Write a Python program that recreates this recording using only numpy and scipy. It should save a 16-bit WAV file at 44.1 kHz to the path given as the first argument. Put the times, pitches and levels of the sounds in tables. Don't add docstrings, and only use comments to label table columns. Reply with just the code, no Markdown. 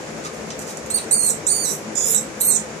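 import sys
import numpy as np
from scipy import signal
from scipy.fft import rfft, irfft
from scipy.io import wavfile

SR = 44100
rng = np.random.default_rng(int(sys.argv[2]) if len(sys.argv) > 2 else 0)


def unload_wav(signal):
    wavfile.write(
        sys.argv[1],
        SR,
        np.round(np.clip(np.atleast_2d(signal).T, -1, 1) * 32767).astype(np.int16),
    )


def makeup_ratio(level_db):
    decades = np.asarray(level_db, float) / 20
    return 10 ** decades


N = 123479


def evened(x):
    return x / np.sqrt(np.mean(x ** 2) + 1e-20)


def read(points, hz):
    f, value = np.transpose(points)
    return np.interp(np.log(hz + 1), np.log(f + 1), value)


def add(mix, s, sound):
    part = mix[round(s * SR):][:len(sound)]
    part += sound[:len(part)]


def colour(x, gain):
    return irfft(rfft(x) * gain(np.fft.rfftfreq(x.shape[-1], 1 / SR)), x.shape[-1])


def drift(count, hz):
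    r = np.exp(-2 * np.pi * hz / SR)
    wander = signal.lfilter([1], [1, -2 * r, r * r], rng.standard_normal(count + 2000))
    return evened(wander[2000:])


def band(f, hz, spread):
    return np.exp(-(np.log2((f + 1) / hz) / spread) ** 2 / 2)


def squeal(pitch, voice):
    overtones_db = [-12.5, -4, -15.5]
    halves_db = [-34, -3.5, -12, -23]
    # frequency in Hz, level in dB.
    hiss_colour = [(3700, -10.5), (4600, -26), (6000, -11), (7500, -1), (9500, -4.5), (12000, -6.5),
                   (15000, -11)]
    hoarse = 0.5
    slip_rad = 1.25
    rise_s, fall_s = 0.002, 0.008
    flutter_db = 1.3
    rasp, rasp_hz = 1.13, 390

    s, hz, shake = np.transpose(pitch)
    effort_db, half_db, hiss_db = np.transpose(voice)
    t = np.arange(s[0], s[-1], 1 / SR)
    count = len(t)
    hiss = makeup_ratio(np.interp(t, s, hiss_db))
    unsteady = 1 + np.interp(t, s, shake) * drift(count, 374)
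    turns = np.cumsum(np.interp(t, s, hz) * unsteady) / SR

    whole = np.zeros(count)
    for k, db in enumerate(overtones_db):
        line = makeup_ratio(db) * np.sin(2 * np.pi * (k + 1) * turns)
        whole += line / (1 + (k == 0) * hoarse * hiss)
    halves = np.zeros(count)
    for k, db in enumerate(halves_db):
        halves += makeup_ratio(db) * np.sin(2 * np.pi * (k + .5) * turns + slip_rad * drift(count, 180))
    halves *= makeup_ratio(np.interp(t, s, half_db) + 0.81 * drift(count, 310))
    roughness = makeup_ratio(flutter_db * drift(count, 180)) + rasp * hiss * drift(count, rasp_hz)
    folds = (whole + halves) * roughness

    breath = evened(colour(rng.standard_normal(count), lambda f: makeup_ratio(read(hiss_colour, f))))
    breath = 0.65 * hiss * breath * makeup_ratio(3.3 * drift(count, 250))
    fade = np.clip(np.minimum((t - s[0]) / rise_s, (s[-1] - t) / fall_s), 0, 1)
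    effort = makeup_ratio(np.interp(t, s, effort_db) + 0.5)
    return s[0], fade * effort * (folds + breath) / np.sqrt(1 + hiss ** 2)


def mouse():
    # time in seconds, pitch in Hz, unsteadiness as a share.
    pitch_1 = [(.899, 3250, .02), (.909, 4200, .004), (.919, 4260, .003), (.931, 4090, .003),
               (.946, 4430, .003), (.96, 4590, .004), (.968, 4430, .005), (.978, 4040, .008),
               (.995, 3900, .02)]
    pitch_2 = [(1.109, 3700, .015), (1.115, 4120, .01), (1.13, 4500, .006), (1.15, 4590, .005),
               (1.196, 4335, .004), (1.21, 4280, .004), (1.255, 4320, .006), (1.28, 4150, .015),
               (1.312, 3750, .04)]
    pitch_3 = [(1.465, 3550, .02), (1.473, 3830, .012), (1.497, 4520, .008), (1.52, 4560, .005),
               (1.628, 4580, .004), (1.658, 3930, .012), (1.68, 3900, .008), (1.705, 3900, .022),
               (1.76, 3940, .045)]
    pitch_4 = [(1.951, 3550, .06), (1.975, 3430, .03), (2.0, 3450, .035), (2.03, 3460, .025),
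               (2.06, 3540, .011), (2.085, 3570, .009), (2.11, 3630, .007), (2.135, 3680, .015),
               (2.15, 3720, .015)]
    pitch_5 = [(2.398, 2900, .03), (2.414, 4150, .012), (2.425, 4170, .002), (2.477, 4190, .002),
               (2.486, 4350, .003), (2.504, 4230, .004), (2.512, 3600, .006), (2.538, 4270, .01),
               (2.566, 3950, .012)]
    pitch_yelp = [
        (2.145, 3750, .005),
        (2.157, 4040, .005),
        (2.165, 3800, .01),
        (2.175, 3800, .025),
        (2.205, 3950, .04),
    ]
    pitch_croak = [
        (2.56, 3500, .03),
        (2.568, 3550, .035),
        (2.58, 3450, .04),
    ]
    # effort in dB, half-pitch lines in dB, hiss in dB.
    voice_1 = [(-30, -10, 5), (-24.5, -23, -7), (-25, -27, -29), (-47, -11, -23), (-10.5, -40, -41),
               (-21.5, -29, -3.5), (-19, -34, -40), (-28, -15, 0), (-34, -4, -17)]
    voice_2 = [(-22.5, -20, 8), (-12, -38, -11.5), (-10, -39, -19), (-17, -18, -16), (-15.5, -22, -27),
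               (-15.5, -19, -15), (-16.5, -23, -11.5), (-17, -35, -13.5), (-19, -1, 4)]
    voice_3 = [(-29, -11, 6), (-17, -22, -3.5), (-16, -15, -23), (-16.5, -13, -12), (-27, -5.5, -16),
               (-22, -3.5, -14), (-24, -8, -10), (-31, 5.5, -2), (-38, -7, 20)]
    voice_4 = [(-26.5, -9, -10), (-23, -6, -7), (-27.5, -7, 6), (-23.5, -8, -10), (-27, -6, -1.5),
               (-26.5, -3, -3), (-26.5, -13, -1), (-22, -14, 1), (-33, -13, 4)]
    voice_5 = [(-37.5, -6, 0), (-17.5, -27, -7), (-28, -13, -9), (-21, -21, -12.5), (-14, -12.5, -24.5),
               (-13, -28, -19), (-19, -19, -10), (-18, -9.5, -7), (-23, -6.5, -10)]
    voice_yelp = [
        (-12, -25, 1),
        (-16.5, -28, -14),
        (-13, -17, -10),
        (-23.5, -5, 1),
        (-49, -8, -5),
    ]
    voice_croak = [
        (-11, -17, 4),
        (-21.5, -18, -23),
        (-31, -15, -4),
    ]
    cries = [(pitch_1, voice_1), (pitch_2, voice_2), (pitch_3, voice_3), (pitch_4, voice_4),
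             (pitch_5, voice_5), (pitch_yelp, voice_yelp), (pitch_croak, voice_croak)]
    out = np.zeros(N)
    for pitch, voice in cries:
        add(out, *squeal(pitch, voice))
    return out


def swing(cry):
    # time in seconds, treble in dB, left port in dB.
    facing = [(0.898, 1.5, 3.5), (1.1, 1, 1), (1.19, -4, 1), (1.25, 3, 4.5), (1.5, -3, -1.5),
              (1.72, 11, -17), (1.95, 1, 1), (2.0, -5, 3), (2.04, 4.5, 2), (2.11, 20, 5.5), (2.17, -7, -22),
              (2.4, 19, 1.5), (2.47, 18, 10), (2.52, -2, -28), (2.58, -18, -24)]
    treble_hz = 9800
    s, treble_db, left_db = np.transpose(facing)
    t = np.arange(N) / SR
    treble = colour(cry, lambda f: 1 / (1 + (treble_hz / (f + 1)) ** 20))
    turned = cry + (makeup_ratio(np.interp(t, s, treble_db)) - 1) * treble
    return turned, makeup_ratio(np.interp(t, s, left_db))


def open_mouth(cry):
    # time in seconds, level of the low part in dB.
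    mouth = [(.9, 5.5), (.97, 3), (1.0, 25.5), (1.12, -6.5), (1.28, -1.5), (1.31, -12), (1.48, -3.5),
             (1.62, 4), (1.7, 1.5), (1.96, -4), (2.08, -2.5), (2.14, 6), (2.16, -8), (2.4, 3), (2.43, 3),
             (2.5, -5.5), (2.56, -5.5)]
    mouth_hz = 5000
    low = colour(cry, lambda f: 1 / (1 + (f / mouth_hz) ** 20))
    return cry + (makeup_ratio(np.interp(np.arange(N) / SR, *np.transpose(mouth))) - 1) * low


def claws():
    # start in seconds, level in dB, centre in Hz, decay in seconds.
    ticks = [
        (0.504, -26.5, 3330, 0.0077),
        (0.592, -16.5, 10500, 0.00068),
        (.6, -31, 8000, 0.0018),
        (0.619, -45, 7800, 0.003),
        (.772, -29.5, 7100, 0.002),
        (0.861, -31.5, 10900, 0.0025),
    ]
    # frequency in Hz, level in dB, time to fall 60 dB in seconds.
    knock = [(1230, -22, 0.11), (2240, -36, .09)]
    # start in seconds, length in seconds, level in dB, centre in Hz.
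    scrapes = [
        (0.224, 0.067, -34.5, 2460),
        (0.328, 0.034, -45, 8000),
        (0.601, 0.039, -38.5, 7950),
        (0.651, 0.086, -37.5, 5900),
    ]
    tick_spread, scrape_spread = 0.71, 1.2
    grains_per_s = 9400

    out = np.zeros(N)
    t = np.arange(1500) / SR
    for s, db, hz, decay_s in ticks:
        tick = colour(rng.standard_normal(1500), lambda f: band(f, hz, tick_spread))
        add(out, s, makeup_ratio(db - 1.5) * evened(tick) * np.exp(-t / decay_s))

    t = np.arange(6000) / SR
    ring = sum(makeup_ratio(db - 60 * t / t60) * np.sin(2 * np.pi * hz * t) for hz, db, t60 in knock)
    add(out, 0.252, np.minimum(t / 0.0055, 1) * ring)

    for s, length_s, db, hz in scrapes:
        u = np.arange(0, 1, 1 / (SR * length_s))
        hits = rng.random(9000)[:len(u)] < grains_per_s / SR
        grains = rng.standard_normal(9000)[:len(u)] * hits
        scrape = evened(colour(grains, lambda f: band(f, hz, scrape_spread)))
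        add(out, s, makeup_ratio(db) * np.sin(np.pi * u) ** 2 * scrape)
    return out


def bounce(near):
    # delay in seconds, level in dB.
    echoes = [
        (.0026, -11.5),
        (.0061, -34.5),
    ]
    return near + sum(makeup_ratio(db) * np.roll(near, round(lag_s * SR)) for lag_s, db in echoes)


def walls(near):
    # frequency in Hz, time to fall 60 dB in seconds.
    ring_times = [(4000, 0.26), (7000, 0.19), (9000, 0.21), (14000, 0.22)]
    # left in dB, right in dB.
    ring_db = [4, -2.5]
    taps = np.zeros((2, SR // 2))
    at = np.arange(120, SR // 2 - 20, 20)
    at_random = at + rng.integers(0, 20, (2, len(at)))
    np.put_along_axis(taps, at_random, rng.choice([-1., 1.], (2, len(at))), 1)
    hz, t, z = signal.stft(taps, SR, nperseg=256)
    decay = makeup_ratio(-60 * t / read(ring_times, hz)[:, None])
    tail = signal.istft(z * decay, SR, nperseg=256)[1]
    tail *= makeup_ratio(ring_db)[:, None] / np.linalg.norm(tail, axis=1, keepdims=True)
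    return signal.fftconvolve(near[None], tail, axes=1)[:, :N]


def fan():
    # frequency in Hz, density in dB per Hz.
    air = [(25, -48), (60, -13), (150, -7.5), (500, -3.5), (900, -10.5), (2400, -14.5), (3200, -23),
           (5000, -36.5)]
    # frequency in Hz, density in dB per Hz.
    fizz = [(2500, -20), (3500, -7), (5000, -3.5), (7000, 0.5), (8500, -9), (11000, -14.5), (13000, -19),
            (15000, -19)]
    # frequency in Hz, width in Hz, level in dB.
    duct = [(68, 7.4, -56), (158.5, 12.6, -43.5), (217.6, 20.6, -41), (323.8, 13, -48), (390.6, 32, -45.5),
            (445.3, 21.5, -44.5), (509, 21, -42.5), (581, 12, -49.5)]
    # frequency in Hz, likeness from 0 to 1.
    likeness = [(60, 0.79), (150, .98), (380, 0.69), (700, 0.62), (1300, 0.009), (15000, 0.039)]
    # frequency in Hz, left minus right in dB.
    balance = [(60, 0.5), (130, 0.5), (290, 2.5), (640, 6), (1400, 3.5), (3000, 2.5), (7000, -5.5),
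               (15000, 0)]

    hz = np.fft.rfftfreq(N, 1 / SR)
    power = np.zeros(len(hz))
    for points, db in ((air, -35.5), (fizz, -43.5)):
        shape = makeup_ratio(2 * read(points, hz))
        power += makeup_ratio(2 * db) * shape / np.sum(shape)
    for f, width_hz, db in duct:
        peak = 2 / (1 + (2 * (hz - f) / width_hz) ** 2) ** 2
        power += makeup_ratio(2 * db) * SR / N / (2.8 * width_hz) * peak

    a, b = rfft(rng.standard_normal((2, N)))
    same = np.clip(read(likeness, hz), -1, 1)
    lean = makeup_ratio(read(balance, hz) / 2)
    z = np.array([a * lean, (same * a + np.sqrt(1 - same ** 2) * b) / lean])
    unsteady = makeup_ratio(1.0 + .5 * drift(N, 10.3))
    return unsteady * irfft(z * np.sqrt(power * len(hz)), N)


def scene():
    # frequency in Hz, level in dB.
    left_port = [(3400, -6.5), (4400, -7), (6000, 0), (7000, -6.5), (8500, -5.5), (10000, -9), (13000, -11)]
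    # frequency in Hz, level in dB.
    right_port = [(3400, -5), (4400, 1.5), (6000, 7), (7000, 12.5), (8500, 8), (10000, 0), (13000, -3)]
    right_lag_s = 0.00032
    cry, left_gain = swing(mouse())
    near = bounce(open_mouth(cry) + claws())
    direct = np.array([near * left_gain, np.roll(near, round(right_lag_s * SR))])
    heard = direct + walls(near)
    return colour(heard, lambda f: makeup_ratio([read(left_port, f), read(right_port, f)])) + fan()


def drop_masked(x, size=2048, count=64):
    # frequency in Hz, level against the whole in dB.
    faint = [(2000, -55), (2700, -33), (5000, -31), (6000, -36), (9500, -35), (12000, -36), (13500, -31),
             (15000, -31)]
    # frequency in Hz, share from 0 to 1.
    follow = [(6000, .72), (9000, .75), (11500, .75), (13500, .17)]
    usual_db = -37
    shadow_db, up_db_per_oct, down_db_per_oct = -17, 55, 90

    how = dict(window="cosine", nperseg=size, noverlap=size // 2)
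    z = signal.stft(x, **how)[2]
    bands = z[:, :-1].reshape(2, count, -1, z.shape[-1])
    power = (abs(bands) ** 2).sum(2)
    hz = (np.arange(count)[:, None] + .5) * SR / 2 / count
    loud_db = 10 * np.log10(power.sum((0, 1)) + 1e-12)
    limit = makeup_ratio(2 * (read(faint, hz) + usual_db + read(follow, hz) * (loud_db - usual_db)))
    octaves = np.log2(hz / hz.T)
    slope_db = np.maximum(up_db_per_oct * octaves, -down_db_per_oct * octaves)
    limit = limit + makeup_ratio(2 * (shadow_db - slope_db)) @ power
    kept = (bands * (power > limit)[:, :, None]).reshape(2, size // 2, -1)
    return signal.istft(np.concatenate([kept, 0 * z[:, -1:]], 1), **how)[1][:, :N]


def band_limit(x):
    return signal.sosfilt(signal.butter(12, 15710, fs=SR, output="sos"), x)


def record(dry):
    ceiling, edge_hz = 0.95, 14650
    bent = ceiling * np.tanh(dry / ceiling)
    low_pass = signal.firwin(301, edge_hz, window=("kaiser", 7), fs=SR)
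    limited = signal.oaconvolve(bent, low_pass[None], "same")
    return band_limit(drop_masked(limited))


dry = scene()
out = record(dry)
unload_wav(out)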